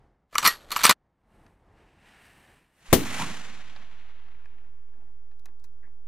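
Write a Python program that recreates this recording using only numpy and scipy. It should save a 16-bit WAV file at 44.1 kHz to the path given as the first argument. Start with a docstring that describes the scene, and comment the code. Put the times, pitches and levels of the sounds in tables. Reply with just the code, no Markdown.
"""By a pond, in a light breeze, a spinning rod is cast. The reel clatters twice as the bail is opened,
and its wire rings. Sleeves rustle as the rod goes back; it whips forward with a crack and a falling
whoosh of shed eddies. Line hisses off the spool, fainter and duller as drag slows the lure.
The tackle ticks, small waves lap, and a faint splash comes from out on the water."""
import sys
import numpy as np
from scipy import signal
from scipy.fft import rfft, irfft, next_fast_len
from scipy.io import wavfile
from scipy.ndimage import map_coordinates

SR = 44100
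rng = np.random.default_rng(int(sys.argv[2]) if len(sys.argv) > 2 else 0)


def wrap_up_sound(samples):
    """Save the sound to the file named by the first command line argument, as 16-bit audio."""
    columns = np.atleast_2d(samples).T
    # keep every value between -1 and 1, then stretch to whole-number steps
    tamed = np.clip(columns, -1, 1)
    steps = np.round(tamed * 32767).astype(np.int16)
    wavfile.write(sys.argv[1], SR, steps)


N = 267687
TIME_S = np.arange(N) / SR
HAND_STOP_S, CRACK_S, FASTEST_S = 0.925, 2.928, 3.202  # hand damps reel, tip cracks, line runs fastest


def amp(db):
    """Decibels to gain."""
    return 10 ** (np.asarray(db) / 20)


def pan(left_db):
    """Stereo gains: left up, right down by left_db."""
    return amp([[left_db], [-left_db]])


def unit(x):
    """Scale to rms 1."""
    return x / np.sqrt(np.mean(x ** 2) + 1e-20)


def unit_hit(x):
    """Scale to the energy of 5 ms at rms 1."""
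    return x / np.sqrt(np.sum(x ** 2) / (SR / 200))


def add(track, start_s, x):
    """Mix x into the track."""
    part = track[..., round(start_s * SR):][..., :x.shape[-1]]
    part += x[..., :part.shape[-1]]


def along(points, hz):
    """Interpolate (Hz, value) points on a log axis."""
    knots_hz, values = np.transpose(points)
    return np.interp(np.log(hz + 1), np.log(knots_hz + 1), values)


def filtered(x, response):
    """Apply a complex frequency response."""
    size = next_fast_len(x.shape[-1] + SR // 8)
    return irfft(rfft(x, size) * response(np.fft.rfftfreq(size, 1 / SR)), size)[..., :x.shape[-1]]


def coloured(x, spectrum):
    """Shape x by (Hz, dB) points."""
    return filtered(x, lambda hz: amp(along(spectrum, hz)))


def resonate(x, modes):
    """Pass x through (Hz, width Hz, dB) resonances of alternating sign."""
    return filtered(x, lambda hz: sum(
        (-1) ** k * amp(db) * 1j * hz * width / (centre ** 2 - hz ** 2 + 1j * hz * width)
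        for k, (centre, width, db) in enumerate(modes)))


def swept(x, track_hz, gain):
    """Moving filter, output rms 1; gain is a function of octaves above the track."""
    hz, t, frames = signal.stft(x, SR, nperseg=1024)
    band = gain(np.log2((hz[:, None] + 20) / np.interp(t, TIME_S, track_hz)))
    power = np.mean(np.abs(frames) ** 2, axis=(0, 2)) @ band ** 2
    return unit(signal.istft(frames * band / np.sqrt(power + 1e-30), SR, nperseg=1024)[1][:, :N])


def wobble(rate_hz):
    """Random knots joined by straight lines."""
    return map_coordinates(rng.standard_normal(N // 8), [TIME_S * rate_hz], order=1)


def noise(spectrum):
    """Mono noise of rms 1, shaped by (Hz, dB) points."""
    return unit(coloured(rng.standard_normal(N), spectrum))


def wide_noise(spectrum, correlation):
    """Stereo noise of rms 1 with (Hz, left-right correlation) points."""
    def response(hz):
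        angle = np.arccos(np.clip(along(correlation, hz), -1, 1)) / 2
        return amp(along(spectrum, hz)) * [np.cos(angle), np.sin(angle)]
    mid, side = filtered(rng.standard_normal((2, N)), response)
    return unit(np.array([mid + side, mid - side]))


def burst(t60_s, grain_db=4, impact=9):
    """One clean impact and a dying spurt of uneven micro-impacts."""
    t = np.arange(SR // 4) / SR
    sizes = amp(grain_db * np.interp(t, np.arange(1000) / 4000, rng.standard_normal(1000)))
    spurt = rng.standard_normal(len(t)) * sizes * amp(-60 * t / max(t60_s, 1e-3))
    spurt[20] += impact
    return spurt


def decay(start_s, t60_s):
    """Envelope: 1 until start_s, then dying."""
    return amp(-60 * np.maximum(TIME_S - start_s, 0) / t60_s)


def pulse(start_s, t60_s, attack_s):
    """Envelope: opens at start_s and dies."""
    age_s = np.maximum(TIME_S - start_s, 0)
    return (1 - np.exp(-age_s / attack_s)) * decay(start_s, t60_s)


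def swell(peak_s, hold_s, rise_s, t60_s):
    """Envelope: climbs 60 dB in rise_s, reaches 1 at peak_s, holds, dies."""
    return amp(-60 * np.maximum(peak_s - TIME_S, 0) / rise_s) * decay(peak_s + hold_s, t60_s)


def swells(rows, rise_s, t60_s):
    """Power sum of (peak s, hold s, dB) swells."""
    return np.sqrt(sum((amp(db) * swell(s, hold_s, rise_s, t60_s)) ** 2 for s, hold_s, db in rows))


# Puffs of air. Each row: peak time in seconds, hold in seconds, level in dB.
GUSTS = [(0.0, .04, -64), (0.22, .01, -76.5), (0.55, 0.3, -65.5), (1.05, .05, -75.5), (1.37, 0.086, -61),
         (1.68, 0.028, -63.5), (1.79, 0.031, -60.5), (1.97, 0.43, -64.5), (2.44, 0.074, -62.5),
         (2.85, .05, -66)]
# Wind spectrum. Each row: frequency in Hz, level in dB.
BREEZE_SPECTRUM = [(15, -30.5), (25, 3), (121, -4), (200, -6), (555, -13), (817, -12), (1300, -20),
                   (2180, -25), (2360, -30.5), (12000, -51), (15600, -79), (22000, -120)]


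def breeze(gain_db=2.5):
    """Soft puffs of air pass the angler."""
    return amp(gain_db) * swells(GUSTS, rise_s=0.73, t60_s=0.84) * noise(BREEZE_SPECTRUM)


# Hush of the pond. Each row: frequency in Hz, level in dB.
POND_SPECTRUM = [(20, -7), (60, 7.5), (110, -2), (250, -14.5), (700, -16.5), (1500, -23), (3000, -34.5),
                 (6000, -37.5), (11000, -41), (13000, -57.5)]
# Small waves. Each row: peak time in seconds, hold in seconds, level in dB.
WAVES = [(4.55, .13, -72.5), (4.95, 0.11, -68.5), (5.485, .005, -63.5), (5.6, 0.053, -79),
         (5.86, 0.021, -69.5)]


def pond(hush_db=-64, flutter_db=2.7):
    """The hush of open water sets in at the crack; later small waves lap."""
    hush = amp(hush_db + wobble(6)) * wide_noise(POND_SPECTRUM, [(100, 0.98), (2000, 0.894)])
    lapping = amp(flutter_db * wobble(55)) * swells(WAVES, rise_s=0.25, t60_s=0.26)
    water = noise([(150, -14.5), (250, 9.5), (450, -2.5), (900, 1.5), (1600, -14), (3500, -24),
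                   (8000, -37)])
    return hush * (TIME_S > CRACK_S) + lapping * water


def splash(start_s=5.828, level_db=-58):
    """A faint, dull splash out on the water."""
    water = noise([(700, -20), (1400, -6), (1750, 8), (2100, 4), (2700, -17.5), (5000, -35),
                   (12000, -43.5)])
    return amp(level_db) * pulse(start_s, t60_s=0.2, attack_s=0.003) * water


# Sleeve strokes. Each row: peak time in seconds, hold in seconds, level in dB, treble gain in dB.
SLEEVE_STROKES = [(1.348, .12, -73.5, 2.5), (1.783, 0.17, -68.5, -9), (2.068, 0.11, -58.5, -7.5),
                  (2.24, .03, -58.5, 0.5), (2.365, 0.18, -62.5, 0), (2.784, .02, -70, 6)]
# Rubbing cloth. Each row: frequency in Hz, level in dB.
CLOTH_SPECTRUM = [(410, -33.5), (700, -7.5), (830, -5), (1330, -7.5), (1800, 0), (2080, -4.5), (2880, -5),
                  (3410, -14), (3790, -13), (4320, -16.5), (5600, -19), (6900, -21.5), (8530, -14),
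                  (10000, -20), (12600, -22), (14600, -28), (16000, -30)]


def sleeves(split_hz=7300, grain_db=1.2):
    """Jacket cloth rubs as the rod is drawn back."""
    out = np.zeros(N)
    for peak_s, hold_s, db, treble_db in SLEEVE_STROKES:
        cloth = unit(noise(CLOTH_SPECTRUM) * amp(grain_db * wobble(170)))
        treble = filtered(cloth, lambda hz: hz ** 6 / (hz ** 6 + split_hz ** 6))
        stroke = amp(db) * swell(peak_s, hold_s, rise_s=0.42, t60_s=0.76)
        out += stroke * (cloth - treble + treble * amp(treble_db))
    return out


# Line and reel ticks. Each row: start in seconds, knock level in dB, edge level in dB,
# T60 in seconds, left minus right in dB, edge cutoff in Hz.
TICKS = [(1.465, -59, -68.5, 0.032, 0, 8985), (3.594, -50, -72, 0.037, 2, 4490),
         (3.762, -49.5, -53, 0.032, -8, 4610), (4.283, -58.5, -75, 0.031, 4, 4040),
         (4.457, -54, -73, 0.021, 1, 3986), (4.934, -65.5, -84, 0.08, -3, 3456),
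         (5.314, -64.5, -76, .09, 1, 4510), (5.395, -76, -73, 0.041, 17, 15040),
         (5.457, -53.5, -53, 0.036, 0.5, 14900), (5.483, -60.5, -80, .06, 0, 14950),
         (5.598, -84, -74, 0.047, 13, 15020), (5.641, -63.5, -60, 0.078, 12.5, 15000)]
# Knock resonances. Each row: frequency in Hz, width in Hz, level in dB.
TICK_MODES = [(911, 370, 2.5), (1350.7, 133, 3), (1670, 130, 6), (2100, 220, -3), (2476, 100, 1.5)]
# Bright edge of a tick. Each row: frequency in Hz, level in dB.
TICK_EDGE = [(2500, -41), (4000, 12), (4400, 7), (4900, 9), (5400, -3), (5940, 11), (7000, 3), (9500, 0.5),
             (14000, 7), (15500, -6), (16500, -25)]


def ticks():
    """The tackle gives small dry knocks, some with a bright edge."""
    out = np.zeros((2, N))
    for start_s, knock_db, edge_db, t60_s, balance_db, cutoff_hz in TICKS:
        knock = coloured(resonate(burst(t60_s), TICK_MODES), [(3000, -1), (7000, -12)])
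        edge = coloured(burst(0.7 * t60_s), TICK_EDGE)
        edge = filtered(edge, lambda hz: 1 / (1 + (hz / cutoff_hz) ** 6))
        tick = amp(knock_db) * unit_hit(knock) + amp(edge_db) * unit_hit(edge)
        add(out, start_s, tick * pan(balance_db / 2))
    return out


def grip(level_db=-54):
    """The hand rumbles on the rod while it works the reel."""
    rumble = noise([(25, 2.5), (60, -9), (130, -20), (600, -13), (1500, -29), (5000, -60)])
    return amp(level_db) * swell(peak_s=0.36, hold_s=0.54, rise_s=0.12, t60_s=0.11) * rumble


# Slides in the reel. Each row: peak time in seconds, hold in seconds, level in dB.
SLIDES = [(0.335, .02, -54), (0.385, .045, -34.5), (0.465, 0.026, -27), (0.58, .11, -58),
          (0.72, 0.046, -38), (0.80, .015, -30.5), (0.85, 0.061, -20.5)]
# Sliding friction. Each row: frequency in Hz, level in dB.
SLIDE_SPECTRUM = [(59, -46.5), (100, -18.5), (634, -17), (1200, -3), (1650, -6), (1950, -6), (2220, -11),
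                  (3250, -8.5), (4200, -10.5), (4980, -16.5), (8280, -18), (10200, -22), (11900, -21),
                  (14700, -28.5), (16000, -46)]


def reel_scrape(gain_db=-2, grain_db=4):
    """Reel parts scrape between contacts."""
    friction = unit(noise(SLIDE_SPECTRUM) * amp(grain_db * wobble(700)))
    return amp(gain_db) * swells(SLIDES, rise_s=0.086, t60_s=0.21) * friction


# Blows on the bail. Each row: start in seconds, low-mode gain in dB, high-mode gain in dB.
BAIL_BLOWS = [(0.475, -15.5, -11), (0.481, -21.5, -36), (0.719, -36, -32.5), (0.771, -43.5, -28.5),
              (0.838, -32.5, -28.5), (0.898, -25, -20.5)]
# Wire modes. Each row: frequency in Hz, level in dB, T60 in seconds.
WIRE_MODES = [(1160, -6, 0.084), (1893, -2, 0.1), (3680, -15, .12), (4540, -9.5, 0.071), (4452, -19.5, .12),
              (8400, -24, .07), (11600, 1.5, 0.029), (11600, -24.5, 0.19), (12210, -8, .06),
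              (13800, -17, .05)]


def bail_wire(split_hz=6000, scatter_db=4.4, detune=0.00087):
    """The springy wire rings after each blow until the hand closes on it."""
    out, t = np.zeros(N), np.arange(SR // 2) / SR
    for start_s, low_db, high_db in BAIL_BLOWS:
        for hz, db, t60_s in WIRE_MODES:
            level_db = db + (low_db if hz < split_hz else high_db) + rng.normal(0, scatter_db)
            tone = np.sin(2 * np.pi * hz * (1 + rng.normal(0, detune)) * t)
            add(out, start_s, amp(level_db - 60 * t / t60_s) * tone)
    return out * decay(HAND_STOP_S, t60_s=0.018)


# Hinge resonances. Each row: frequency in Hz, width in Hz, level in dB.
HINGE_MODES = [(1870, 60, -2.5), (4160, 220, 1), (4567, 260, 0.5), (5953, 600, -11), (8450, 700, -14.5),
               (12000, 250, -10)]


def bail_hinge(level_db=-24):
    """The bail chatters in its hinge after the first blow."""
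    out = np.zeros(N)
    chatter = unit_hit(resonate(burst(t60_s=0.2), HINGE_MODES))
    add(out, BAIL_BLOWS[0][0], amp(level_db) * chatter)
    return out


# Reel contacts. Each row: start in seconds, level in dB, hardness in dB, relative thud in dB,
# T60 in seconds.
CONTACTS = [(0.3284, -45.5, -7.5, -5.5, 0.057), (0.3439, -42.5, -3, -13.5, 0.023),
            (0.3535, -17.5, -10, -22, 0.037), (0.382, -15.5, 4, -29, 0.016),
            (0.3855, -24, -7, -19.5, 0.007), (0.392, -28.5, 3.5, -17.5, 0.1), (0.428, -21, -3, -16, 0.093),
            (0.444, -21, 0, -16.5, 0.039), (0.4503, -14.5, -2, -30.5, .023),
            (0.454, -12.5, 0.5, -22.5, 0.068), (0.4605, -10.5, -2.5, -22.5, 0.024),
            (0.4642, -15, 2.5, -23, 0.014), (0.47, -16.5, 2, -20.5, 0.054),
            (0.4751, -16, 4.5, -28.5, 0.0062), (0.479, -18.5, 1, -20, 0.067),
            (0.7061, -34.5, 0.5, -14.5, .025), (0.717, -25.5, 5, -22.5, 0.062),
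            (0.724, -26.5, 1, -17, 0.078), (0.762, -16.5, -6, -23, .023), (0.769, -28.5, 2, -17.5, 0.026),
            (0.791, -28, 1, -17, .07), (0.8346, -20, 3, -24, .029), (0.8384, -12, 3, -29.5, .044),
            (0.845, -13.5, 1.5, -24.5, 0.049), (0.8517, -6, 1, -18, 0.034), (0.8651, -15.5, 5, -20.5, 0.04),
            (0.8937, -7, 2.5, -13, 0.073), (0.9091, -11, -1, -17, 0.021)]
# Reel resonances. Each row: frequency in Hz, width in Hz, level in dB.
HOUSING_MODES = [(950, 120, -4), (1034, 140, -2), (1186, 70, 1.5), (1318.3, 38, 0), (1482, 87, -9)]
ROTOR_MODES = [(1725, 80, -3.5), (1990, 80, 0), (2170, 150, -1.5), (2397, 90, 2), (2937, 94, -2.5)]
METAL_MODES = [(3990, 1300, -2), (4350, 140, -0.5), (4326, 110, 4), (5080, 430, -2.5), (5796, 110, 2.5),
               (6600, 240, -5), (7170, 160, -4), (7793, 79, -3), (8530, 160, -11), (8900, 150, -11.5)]
# Thud of the reel foot on the rod, and a contact's bright edge. 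Each row: frequency in Hz, level in dB.
FOOT_THUD = [(40, -17.5), (120, -10), (240, 2), (400, -6.5), (700, -1.5), (900, -8), (1400, -33.5)]
CONTACT_EDGE = [(3000, -29.5), (8000, -6.5), (10500, -1), (12500, -2.5), (14800, -4), (16000, -22.5)]


def reel_clatter(housing_db=-4.5, rotor_db=-8.5, metal_db=-6, edge_db=-14, scatter_db=7.5):
    """Contacts ring the reel; harder ones give more metal and edge, less housing."""
    out = np.zeros(N)
    for start_s, level_db, hard_db, thud_db, t60_s in CONTACTS:
        metal_modes = [(hz, width, db + rng.normal(0, scatter_db)) for hz, width, db in METAL_MODES]
        hit = amp(thud_db) * unit_hit(coloured(burst(t60_s), FOOT_THUD))
        hit += amp(housing_db - 0.3 * hard_db) * unit_hit(resonate(burst(0.4 * t60_s), HOUSING_MODES))
        hit += amp(rotor_db) * unit_hit(resonate(burst(0.58 * t60_s), ROTOR_MODES))
        hit += amp(metal_db + hard_db) * unit_hit(resonate(burst(1.1 * t60_s), metal_modes))
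        hit += amp(edge_db + 0.98 * hard_db) * unit_hit(coloured(burst(t60_s), CONTACT_EDGE))
        add(out, start_s, amp(level_db) * hit)
    return out


# Running line. Each row: frequency in Hz, level in dB.
LINE_SPECTRUM = [(260, -22.5), (450, -9.5), (586, -10.5), (709, -7), (910, -7), (1020, -5.5), (1200, -7),
                 (1950, -5), (2780, -7.5), (3890, -11), (4990, -15.5), (6890, -12), (8220, -16.5),
                 (10200, -15), (15000, -24)]
# Its stereo image. Each row: frequency in Hz, left-right correlation.
LINE_CORRELATION = [(100, 0.65), (600, .88), (2000, 0.85), (6000, 0.65), (12000, .25)]


def line_hiss(level_db=-38, db_per_decade=54, edge_hz=10070, half_speed_s=0.58, slack_s=4.6):
    """Coils leave the spool and brush the rings; the hiss fades and dulls as drag slows the lure."""
    speed = 1 / (1 + np.maximum(TIME_S - FASTEST_S, 0) / half_speed_s)
    slack_db = -6.5 * np.clip((TIME_S - slack_s) / 0.17, 0, 1)  # the lure comes down
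    gain = amp(level_db + db_per_decade * np.log10(speed) + slack_db)
    payout = amp(np.interp(TIME_S, [CRACK_S, FASTEST_S], [-4, 0]))  # first coils leave gently
    running = payout * swell(CRACK_S, hold_s=2.36, rise_s=0.28, t60_s=0.3)
    surge = amp(-2.5) * swell(peak_s=3.16, hold_s=0.06, rise_s=0.508, t60_s=0.53)
    friction = wide_noise(LINE_SPECTRUM, LINE_CORRELATION)
    hiss = swept(friction, edge_hz * speed, lambda octaves: 1 / np.sqrt(1 + 4 ** (2.9 * octaves)))
    flutter = amp(2 * wobble(130))
    return gain * (running + surge) * unit(hiss * flutter)


def line_whirr(level_db=-35, pitch_hz=937, octaves_per_s=6.7, width_octaves=0.12):
    """At full speed a spinning loop of line whirrs, gliding upward."""
    rise_s, hold_s = 0.066, 0.031
    track_hz = pitch_hz * 2 ** (octaves_per_s * np.clip(TIME_S - FASTEST_S, -rise_s, hold_s))
    friction = wide_noise(LINE_SPECTRUM, LINE_CORRELATION)
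    whirr = swept(friction, track_hz, lambda octaves: np.exp(-0.5 * (octaves / width_octaves) ** 2))
    return amp(level_db) * swell(FASTEST_S, hold_s, rise_s, t60_s=0.08) * whirr


def line(left_lag_s=0.00004):
    """Hiss and whirr of the line, slightly later on the left."""
    delay_s = np.array([[0.5], [-0.5]]) * left_lag_s
    return filtered(line_hiss() + line_whirr(), lambda hz: np.exp(-2j * np.pi * hz * delay_s))


# Rod modes. Each row: frequency in Hz, level in dB, T60 in seconds.
ROD_MODES = [(175, -21.5, .1), (250.5, -15, .12), (322, -20, 0.1202), (649.5, -17.5, .07)]


def rod_shudder():
    """The whip rings the rod briefly at a few low modes."""
    t = TIME_S - CRACK_S
    ring = sum(amp(db) * pulse(CRACK_S, t60_s, attack_s=0.0018) * np.sin(2 * np.pi * hz * t)
               for hz, db, t60_s in ROD_MODES)
    return ring * pan(left_db=1.5)


# Rod sweeps: whip, follow-through, three rebounds, settling.
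# Each row: peak time in seconds, level in dB, rise in seconds, T60 in seconds.
ROD_SWEEPS = [(2.934, -16, 0.023, 0.23), (2.99, -31, 0.16, 0.91), (3.135, -54, .2, 0.15),
              (3.205, -34, 0.1, 0.27), (3.269, -37, 0.15, 0.34), (3.5, -57, 0.77, 2.3)]


def rod_whoosh(rest_hz=237.7, lift_hz=260, width_octaves=0.38, shelf_db=-10, flutter_db=2):
    """The rod sheds eddies: a noise band that falls as the rod slows, over a shelf of rumble."""
    def band(octaves):
        return np.exp(-0.5 * (octaves / width_octaves) ** 2) + amp(shelf_db) / (1 + np.exp(4 * octaves))
    power = sum((amp(db) * swell(s, 0, rise_s, t60_s)) ** 2 for s, db, rise_s, t60_s in ROD_SWEEPS)
    centre_hz = rest_hz + lift_hz * swell(ROD_SWEEPS[0][0], hold_s=0, rise_s=0.06, t60_s=0.4)
    air = wide_noise([(25, -1), (100, 8.5), (16000, -14)], correlation=[(100, 1), (600, 0.72)])
    flutter = amp(flutter_db * wobble(35))
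    return np.sqrt(power) * flutter * swept(air, centre_hz, band) * pan(left_db=1)


# Low and bright parts of the crack. Each row: frequency in Hz, level in dB.
THUMP_SPECTRUM = [(20, -25.5), (45, -5), (130, -5.5), (270, -3), (450, -13.5), (660, -2.5), (820, -13),
                  (2000, -24.5), (5000, -46)]
SNAP_SPECTRUM = [(100, -6.5), (500, 3), (1200, -4.5), (3000, -5), (6000, -7), (10000, -8.5), (15000, -5.5),
                 (16500, -26.5)]


def rod_crack(thump_db=-3, snap_db=-8, spray_db=-26, ceiling=0.75):
    """The tip whips through: a thump and a bright snap with a short spray, flattened at the peak."""
    low = wide_noise(THUMP_SPECTRUM, correlation=[(300, 0.94)])
    bright = wide_noise(SNAP_SPECTRUM, correlation=[(500, 0.391), (2000, 0.86), (6000, 0.039)])
    thump = amp(thump_db) * unit_hit(pulse(CRACK_S, t60_s=0.06, attack_s=0.00036) * low)
    snap = amp(snap_db) * pulse(CRACK_S, t60_s=0.075, attack_s=0.000801) * bright
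    spray = amp(spray_db) * pulse(CRACK_S, t60_s=0.3, attack_s=0.02) * bright
    crack = (thump + snap + spray) * pan(left_db=4.5)
    return ceiling * np.tanh(crack / ceiling)


def scene():
    """Reel and clothes sit in the centre; the cast spreads wide."""
    reel = (reel_clatter() + reel_scrape()) * decay(HAND_STOP_S, t60_s=0.028)
    handling = reel + grip() + bail_wire() + bail_hinge() + sleeves()
    cast = rod_whoosh() + rod_crack() + rod_shudder() + line()
    return handling + cast + ticks() + splash() + breeze() + pond()


def record(dry, ceiling=0.82, cutoff_hz=15800):
    """Peaks are rounded and the top band is cut; a DC offset sets in with the cast."""
    rounded = dry / (1 + np.abs(dry / ceiling) ** 6) ** (1 / 6)
    offset = np.interp(TIME_S, [2.885, 2.905], [0, 1]) * np.array([[0.0215], [0.0322]])
    return filtered(rounded, lambda hz: 1 / (1 + (hz / cutoff_hz) ** 90)) + offset


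dry = scene()
out = record(dry)
wrap_up_sound(out)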